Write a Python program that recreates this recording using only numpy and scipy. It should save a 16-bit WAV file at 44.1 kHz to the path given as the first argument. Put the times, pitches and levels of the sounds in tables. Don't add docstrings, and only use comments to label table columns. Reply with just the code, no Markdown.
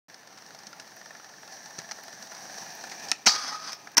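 import sys
import numpy as np
from scipy import signal
from scipy.fft import rfft, irfft
from scipy.io import wavfile
from scipy.ndimage import uniform_filter1d

SR = 44100
rng = np.random.default_rng(int(sys.argv[2]) if len(sys.argv) > 2 else 0)


def waveform_to_disk(signal):
    frames = np.transpose(np.atleast_2d(signal))
    scaled = np.clip(frames, -1, 1) * 32767
    samples = np.round(scaled).astype(np.int16)
    wavfile.write(sys.argv[1], SR, samples)


def volts_from_decibels(level):
    exponent = np.asarray(level, float) / 20
    return 10 ** exponent


N = 176400


def unit(x):
    return x / np.sqrt(np.mean(x ** 2))


def colour(x, points):
    p = np.array(points, float)
    hz = np.maximum(np.fft.rfftfreq(4096, 1 / SR), 1)
    log_gain = np.log(volts_from_decibels(np.interp(np.log(hz), np.log(p[:, 0]), p[:, 1])))
    cepstrum = irfft(log_gain)
    cepstrum[1:2048] *= 2
    cepstrum[2049:] = 0
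    impulse = irfft(np.exp(rfft(cepstrum)))[:2048]
    return signal.fftconvolve(x, impulse)[:len(x)]


def ring(x, hz, t60):
    r = np.exp(-np.log(1000) / (t60 * SR))
    w = 2 * np.pi * hz / SR
    return signal.lfilter([0, r * np.sin(w)], [1, -2 * r * np.cos(w), r * r], x)


def body(x, peaks):
    out = 0
    for k, (hz, width, db) in enumerate(peaks):
        b, a = signal.iirpeak(hz, hz / width, fs=SR)
        out = out + (-1) ** k * volts_from_decibels(db) * signal.lfilter(b, a, x)
    return out


def walk(rate):
    k = int(SR / rate)
    held = rng.standard_normal(N)[np.arange(N) // k]
    return 1.6 * uniform_filter1d(uniform_filter1d(held, k), k)


def curve(rows):
    r = np.array(rows)
    return np.interp(np.arange(N) / SR, r[:, 0], r[:, 1])


def grit(per_s, spread_db):
    hit = rng.random(N) < per_s / SR
    size = volts_from_decibels(spread_db * np.minimum(rng.exponential(size=N), 3))
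    return unit(hit * rng.standard_normal(N) * size)


def decay(t60, count):
    tail = rng.standard_normal(count) * np.exp(-np.log(1000) * np.arange(count) / SR / t60)
    return tail / np.sqrt(np.sum(tail ** 2))


def contacts(rows, rise):
    noise = np.sign(rng.standard_normal(N))
    sharp, deep = np.zeros(N), np.zeros(N)
    for s, db, share_db, length in rows:
        i = int(s * SR)
        u = np.arange(min(int(8 * length * SR), N - i)) / SR
        envelope = np.minimum(u / (rise * length), 1) * np.exp(-u / length)
        force = volts_from_decibels(db) * envelope * noise[i:i + len(u)]
        sharp[i:i + len(u)] += force
        deep[i:i + len(u)] += force * volts_from_decibels(share_db)
    return sharp, deep


def knock(rows, crack_db, body_db, peaks, rise, ping_db):
    sharp, deep = contacts(rows, rise)
    crack = signal.lfilter(*signal.butter(2, [300, 8550], "band", fs=SR), sharp)
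    truck_ping = body(sharp, [(5390, 510, ping_db)])
    return volts_from_decibels(crack_db) * (crack + truck_ping) + volts_from_decibels(body_db) * body(deep, peaks), sharp


# f/Hz, level/dB
AIR_TONE = [(40, -0.5), (150, 8), (400, 6), (1500, 3.5), (3000, -4.5), (6000, -15.5), (9000, -12),
            (16000, -8)]


def night_air():
    level_db = -52.5 + 0.44 * walk(6.6)
    return unit(colour(rng.standard_normal(N), AIR_TONE)) * volts_from_decibels(level_db)


# t/s, level/dB
ROLL_LEVEL = [
    (.09, -54),
    (.35, -53),
    (.45, -49),
    (1.3, -48.5),
    (1.9, -44),
    (2.3, -44),
    (2.5, -41),
    (2.85, -41),
    (3.08, -38.5),
]
# f/Hz, width/Hz, level/dB
BOARD = [(194, 70, 2), (598, 174, 6.5), (788, 215, 9.5), (1526, 98, 3.5), (1747, 160, 7), (2500, 1500, -19),
         (5780, 400, -3.5)]
LIFT_S, LIFT_FADE_S = 3.114, 0.0071
SPIN_DB = -12
CROUCH_S, CROUCH_DB = 2.3, 7


def rolling():
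    t = np.arange(N) / SR
    g = grit(per_s=10000, spread_db=1.45)
    parts = 0
    for k, peak in enumerate(BOARD):
        parts = parts + (-1) ** k * volts_from_decibels(walk(25.5)) * body(g, [peak])
    crouch = np.clip((t - CROUCH_S) / (LIFT_S - CROUCH_S), 0, 1)
    load = volts_from_decibels(CROUCH_DB * crouch) - 1
    parts = parts + load * (body(g, [(302, 150, 1)]) + body(g, [(2370, 140, 2.5)]))
    hiss = volts_from_decibels(-12.5) * (0.87 * g + 0.75 * rng.standard_normal(N))
    level = volts_from_decibels(curve(ROLL_LEVEL) - 1.0 + 0.99 * walk(40.88))
    ground = np.exp(-np.maximum(t - LIFT_S, 0) / LIFT_FADE_S) + (t > LIFT_S) * volts_from_decibels(SPIN_DB)
    return unit(parts + hiss) * level * ground


# t/s, level/dB, body share/dB, length/s
KNOCKS = [(0.098, -37, 0.5, 0.0035), (.385, -35, -4, 0.0034), (0.506, -37, 3.5, 0.0027),
          (1.783, -33, 1, .004), (1.799, -29, -1.5, 0.0031), (1.9115, -24.5, 0.5, 0.0028),
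          (1.9175, -21.5, -1, 0.0023), (2.366, -35.5, 0, 0.0049), (2.915, -28.5, 0, 0.0081),
          (3.06, -40.5, -1, 0.0071), (3.085, -24.5, -23, 0.0054), (3.094, -29, -16, 0.0053),
          (3.872, -40, 12, 0.0035), (3.916, -40, -6, 0.0041)]
# f/Hz, width/Hz, level/dB
HIT_BODY = [(203, 79, -10.5), (766, 225, 5.5), (1020, 37, -8.5), (1250, 270, 3), (1950, 850, 2.5),
            (2426, 110, 2)]


def joint_knocks():
    return knock(KNOCKS, -8.0, 4.6, HIT_BODY, rise=0.14, ping_db=5.2)[0]


# t/s, level/dB, body share/dB
TICKS = [(0.1423, -28, -12.5), (0.191, -44, -5), (0.23, -40, -5), (0.272, -30, -16), (0.326, -36, -6),
         (0.374, -30.5, -10.5), (0.421, -35.5, -5), (0.462, -30, -16), (0.547, -26.5, -12),
         (0.588, -29, -16), (0.6327, -34.5, -5), (0.6679, -21.5, -19), (0.7282, -32, 0),
         (0.7972, -21.5, -13.5), (.842, -41, -10), (0.875, -32.5, -11), (0.917, -35.5, -6),
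         (0.966, -37.5, -2), (1.0124, -39, 7.5), (1.057, -34, 1), (1.1054, -39, 5), (1.1487, -41, 7),
         (1.197, -38.5, 2), (1.2434, -31, -8), (1.291, -35, -4), (1.3363, -41.5, 5), (1.381, -42, -1),
         (1.4299, -37.5, 4), (1.476, -33.5, 1), (1.5237, -28, -11),
         (1.5677, -38.5, 0), (1.613, -44, 0), (1.658, -26, -11), (1.706, -37.5, 3), (1.752, -40, 3.5),
              (1.787, -15, -17), (1.816, -32, -6), (1.844, -36, -3), (1.889, -38.5, 5.5),
              (1.9846, -32.5, -1.5), (2.0352, -28, -11.5), (2.08, -27.5, -6), (2.1266, -30.5, -5),
              (2.178, -41, -7), (2.2243, -23, -12), (2.271, -29, -9), (2.318, -32, 1), (2.348, -25, -12),
              (2.408, -40, -8), (2.4524, -32, -1.5), (2.497, -32, -3), (2.5414, -28, -9),
              (2.582, -20.5, -14), (2.6207, -29, -11), (2.662, -31, -6), (2.7025, -25, -26),
              (2.745, -42, -10), (2.81, -28, -11), (2.8377, -24.5, -5), (2.871, -29, -21),
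              (2.896, -21, -33), (2.995, -25, -26)]
# f/Hz, width/Hz, level/dB
TICK_BODY = [(700, 270, -2.5), (1405, 83, 2.5), (1742, 123, 3.5)]
TICK_S = 0.0041


def wheel_ticks():
    rows = [(*row, TICK_S) for row in TICKS]
    return knock(rows, -11, 13.7, TICK_BODY, rise=0.37, ping_db=0.55)[0]


# t/s, level/dB, f/Hz
THUMPS = [
    (0.67, -39.5, 217),
    (1.785, -30, 156),
    (3.09, -44, 230),
    (3.115, -35, 302),
    (3.265, -20, 224),
    (3.975, -24, 265),
]
THUMP_T60_S, JOLT_HZ, JOLT_DB = 0.052, 35, 11


def thumps():
    out = np.zeros(N)
    for s, db, hz in THUMPS:
        push = np.zeros(N)
        push[int(s * SR):int(s * SR) + 60] = volts_from_decibels(db) / 60
        out += ring(push, hz, THUMP_T60_S)
        for m in (1.6, 2.3, 3.4):
            out += .5 * ring(push, m * hz, THUMP_T60_S / m)
        out += volts_from_decibels(JOLT_DB) * ring(push, JOLT_HZ, THUMP_T60_S)
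    return signal.lfilter(*signal.butter(2, 110, "high", fs=SR), out)


# t/s, level/dB, body share (unheard)/dB, length/s
SPITS = [
    (.9638, -30, 0, 0.0024),
    (2.0354, -28, 0, .002),
    (2.7508, -24, 0, .002),
    (3.72, -35, 0, 0.0088),
    (3.745, -35, 0, .004),
    (3.917, -36, 0, .002),
    (3.9688, -14, 2.5, 0.005),
    (3.976, -11, 2, 0.0067),
]


def spits():
    sharp = contacts(SPITS, rise=0.45)[0]
    return signal.lfilter(*signal.butter(5, 10600, "high", fs=SR), sharp)


# t/s, level/dB, body share/dB, length/s
POP = [
    (3.1154, -2, -10.5, 0.0004),
    (3.1161, 16, -13, 0.000042),
    (3.1172, -8.5, -4.5, 0.0024),
    (3.1288, -19, -12, 0.00063),
    (3.131, -31.5, 1, 0.0029),
]
# f/Hz, width/Hz, level/dB
POP_BODY = [(250, 80, -1.5), (710, 100, 6.5), (1350, 80, 13), (1870, 220, 6), (2240, 160, -1),
            (2560, 150, 7)]


def tail_pop():
    return knock(POP, -6.5, 4.7, POP_BODY, rise=0.23, ping_db=3.6)[0]


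# t/s, level/dB
SCRAPE = [
    (3.27, -31.5),
    (3.35, -38),
    (3.4, -43),
    (3.44, -40.5),
    (3.52, -42),
    (3.61, -50.5),
    (3.68, -45),
    (3.735, -48),
    (3.76, -57.5),
]


def scrape_force():
    t = np.arange(N) / SR
    rub = grit(per_s=6000, spread_db=1.0) * volts_from_decibels(curve(SCRAPE) + 2.13 * walk(60))
    rub = rub * (t > SCRAPE[0][0])
    return rub * np.exp(-np.maximum(t - SCRAPE[-1][0], 0) / 0.026)


# f/Hz, level/dB, t60/s
RAIL = [(2466, 3, 0.36), (3365, 4.5, 0.23), (4129, -24, 0.33), (4460, -29, 0.26), (4590, -28, 0.24),
        (4730, -26, 0.17), (4820, -9, 0.32), (4730, -22, 0.44), (4970, -12, 0.27), (5213, 3, 0.4),
        (5441, 2, 0.32), (6040, 6, 0.35), (5900, -16, 0.28), (6110, -18, 0.27)]
# f/Hz, level/dB, t60/s
RAIL_LOW = [(287, -8.5, 0.072), (829, -5, 0.16), (855, -6.5, 0.23), (1212, -13, 0.72), (1240, -27, 0.29),
            (1250, -4.5, 0.48), (1291, -14, 0.71), (1470, -35, .2), (1893, -15, 0.25)]
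RAIL_DAMP = .35
SHELL_T60_S, SHELL_DB = .07, -2
STRIKE_DB, SING_DB = -9, -3
SHIFT_S, SHIFT_DB = 3.52, 10


def tube_ring(force, rub):
    t = np.arange(N) / SR
    drive = volts_from_decibels(STRIKE_DB) * force + volts_from_decibels(SING_DB) * rub
    tube = sum(volts_from_decibels(db + 2 * walk(22)) * ring(drive, hz, t60 * RAIL_DAMP) for hz, db, t60 in RAIL)
    stir = drive + volts_from_decibels(SHIFT_DB) * rub * np.exp(-(100 * (t - SHIFT_S)) ** 2)
    low = sum(volts_from_decibels(db + 2.5 * walk(25)) * ring(stir, hz, t60) for hz, db, t60 in RAIL_LOW)
    shell = np.zeros(N)
    for k, (a, b) in enumerate(rng.random((70, 2))):
        shell += ring(drive, 700 + 85 * (k + a), SHELL_T60_S * (.6 + .8 * b))
    modes = tube + volts_from_decibels(10.5) * low + volts_from_decibels(SHELL_DB) * shell
    return signal.lfilter(*signal.butter(2, 200, "high", fs=SR), modes)


# t/s, level/dB, body share/dB, length/s
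BLOWS = [(3.2585, -20, -13, 0.0014), (3.262, -9, -13, 0.0013), (3.2642, -4, -3, 0.00063),
         (3.2663, -6, 1.5, 0.00053), (3.2678, -3, 0, 0.0013), (3.2725, -5.5, 8, 0.00083),
         (3.274, -8.5, -9, 0.00037), (3.2792, -2.5, -7, 0.00071), (3.2835, -22, -8, 0.0024),
         (3.2872, -20, 0, 0.00094), (3.293, -23, 11, 0.0023)]
# f/Hz, level/dB
SCRAPE_TONE = [(100, -38), (300, -7), (900, 14.5), (1500, 18.5), (2800, -2), (5000, 7.5), (9000, 3),
               (16000, -7)]


def rail():
    thud, force = knock(BLOWS, -10.0, 3.2, HIT_BODY, rise=0.25, ping_db=13)
    rub = scrape_force()
    wash = signal.fftconvolve(force, decay(t60=0.2, count=20000))[:N]
    crash = body(wash, [(5070, 1570, 5)])
    scrape = volts_from_decibels(-1.5) * colour(rub, SCRAPE_TONE)
    return thud + crash + volts_from_decibels(-38.5) * tube_ring(force, rub) + scrape


# t/s, level/dB, body share/dB, length/s
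RELEASE = [
    (3.72, -24, -9, 0.0029),
    (3.729, -25.5, -38, 0.0043),
    (3.731, -24, -28, 0.0022),
]


def rail_release():
    return knock(RELEASE, -8.0, 4.6, HIT_BODY, rise=0.14, ping_db=5.2)[0]


# t/s, level/dB, body share/dB, length/s
SLAPS = [
    (3.9688, -8, -3, 0.0024),
    (3.972, -15.5, -2, 0.0061),
    (3.9775, -5, -7.5, 0.0024),
    (3.98, -7, 3, 0.0021),
    (3.984, -6, 4, 0.00063),
    (3.9862, -18.5, 4, 0.00086),
    (3.989, -28, 8, 0.0077),
]
# f/Hz, width/Hz, level/dB
SLAP_BODY = [(310, 94, -4.5), (640, 97, -0.5), (953, 92, 4.5), (1620, 340, 5), (2110, 310, 2.5),
             (2755, 190, 0)]


def landing():
    return knock(SLAPS, -2, 8.9, SLAP_BODY, rise=0.71, ping_db=7.8)[0]


def echo(near):
    u = np.arange(SR // 2) / SR
    tail = rng.standard_normal(len(u)) * np.exp(-np.log(1000) * u / 0.21)
    tail = tail * (u > .006)
    tail = signal.lfilter(*signal.butter(1, 6000, fs=SR), tail)
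    return volts_from_decibels(-20) * signal.fftconvolve(near, tail / np.sqrt(np.sum(tail ** 2)))[:N]


START_S = 0.0835


def scene():
    t = np.arange(N) / SR
    near = rolling() + joint_knocks() + wheel_ticks() + thumps() + spits()
    near = near + tail_pop() + rail() + rail_release() + landing()
    return ((near + echo(near) + night_air()) * (t > START_S))[None]


def roll_off(x):
    return signal.sosfilt(signal.butter(12, 16080, fs=SR, output="sos"), x)


# f/Hz, level/dB
MIC = [(30, -37), (130, -4.5), (3300, -2.5), (4500, 6.5), (6300, 5), (7200, -7), (9700, -5), (10500, -18.5),
       (11900, -9.5), (15700, -9), (16400, -57)]
# from t/s, to t/s
DULLED = [
    (3.253, 3.2575),
    (3.951, 3.9655),
]
DULLED_HZ, CEILING, TOP_HZ = 2200, 1.1, 15800


def record(dry):
    x = colour(dry[0], MIC)
    t = np.arange(N) / SR
    dull = uniform_filter1d(sum((t > a) & (t < b) for a, b in DULLED) * 1., size=60)
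    low = signal.sosfiltfilt(signal.butter(6, DULLED_HZ, fs=SR, output="sos"), x)
    x = x - dull * (x - low)
    x = CEILING * np.tanh(x / CEILING)
    mix = signal.sosfilt(signal.ellip(8, .2, 60, TOP_HZ, fs=SR, output="sos"), x)
    return roll_off(mix)


dry = scene()
out = record(dry)
waveform_to_disk(out)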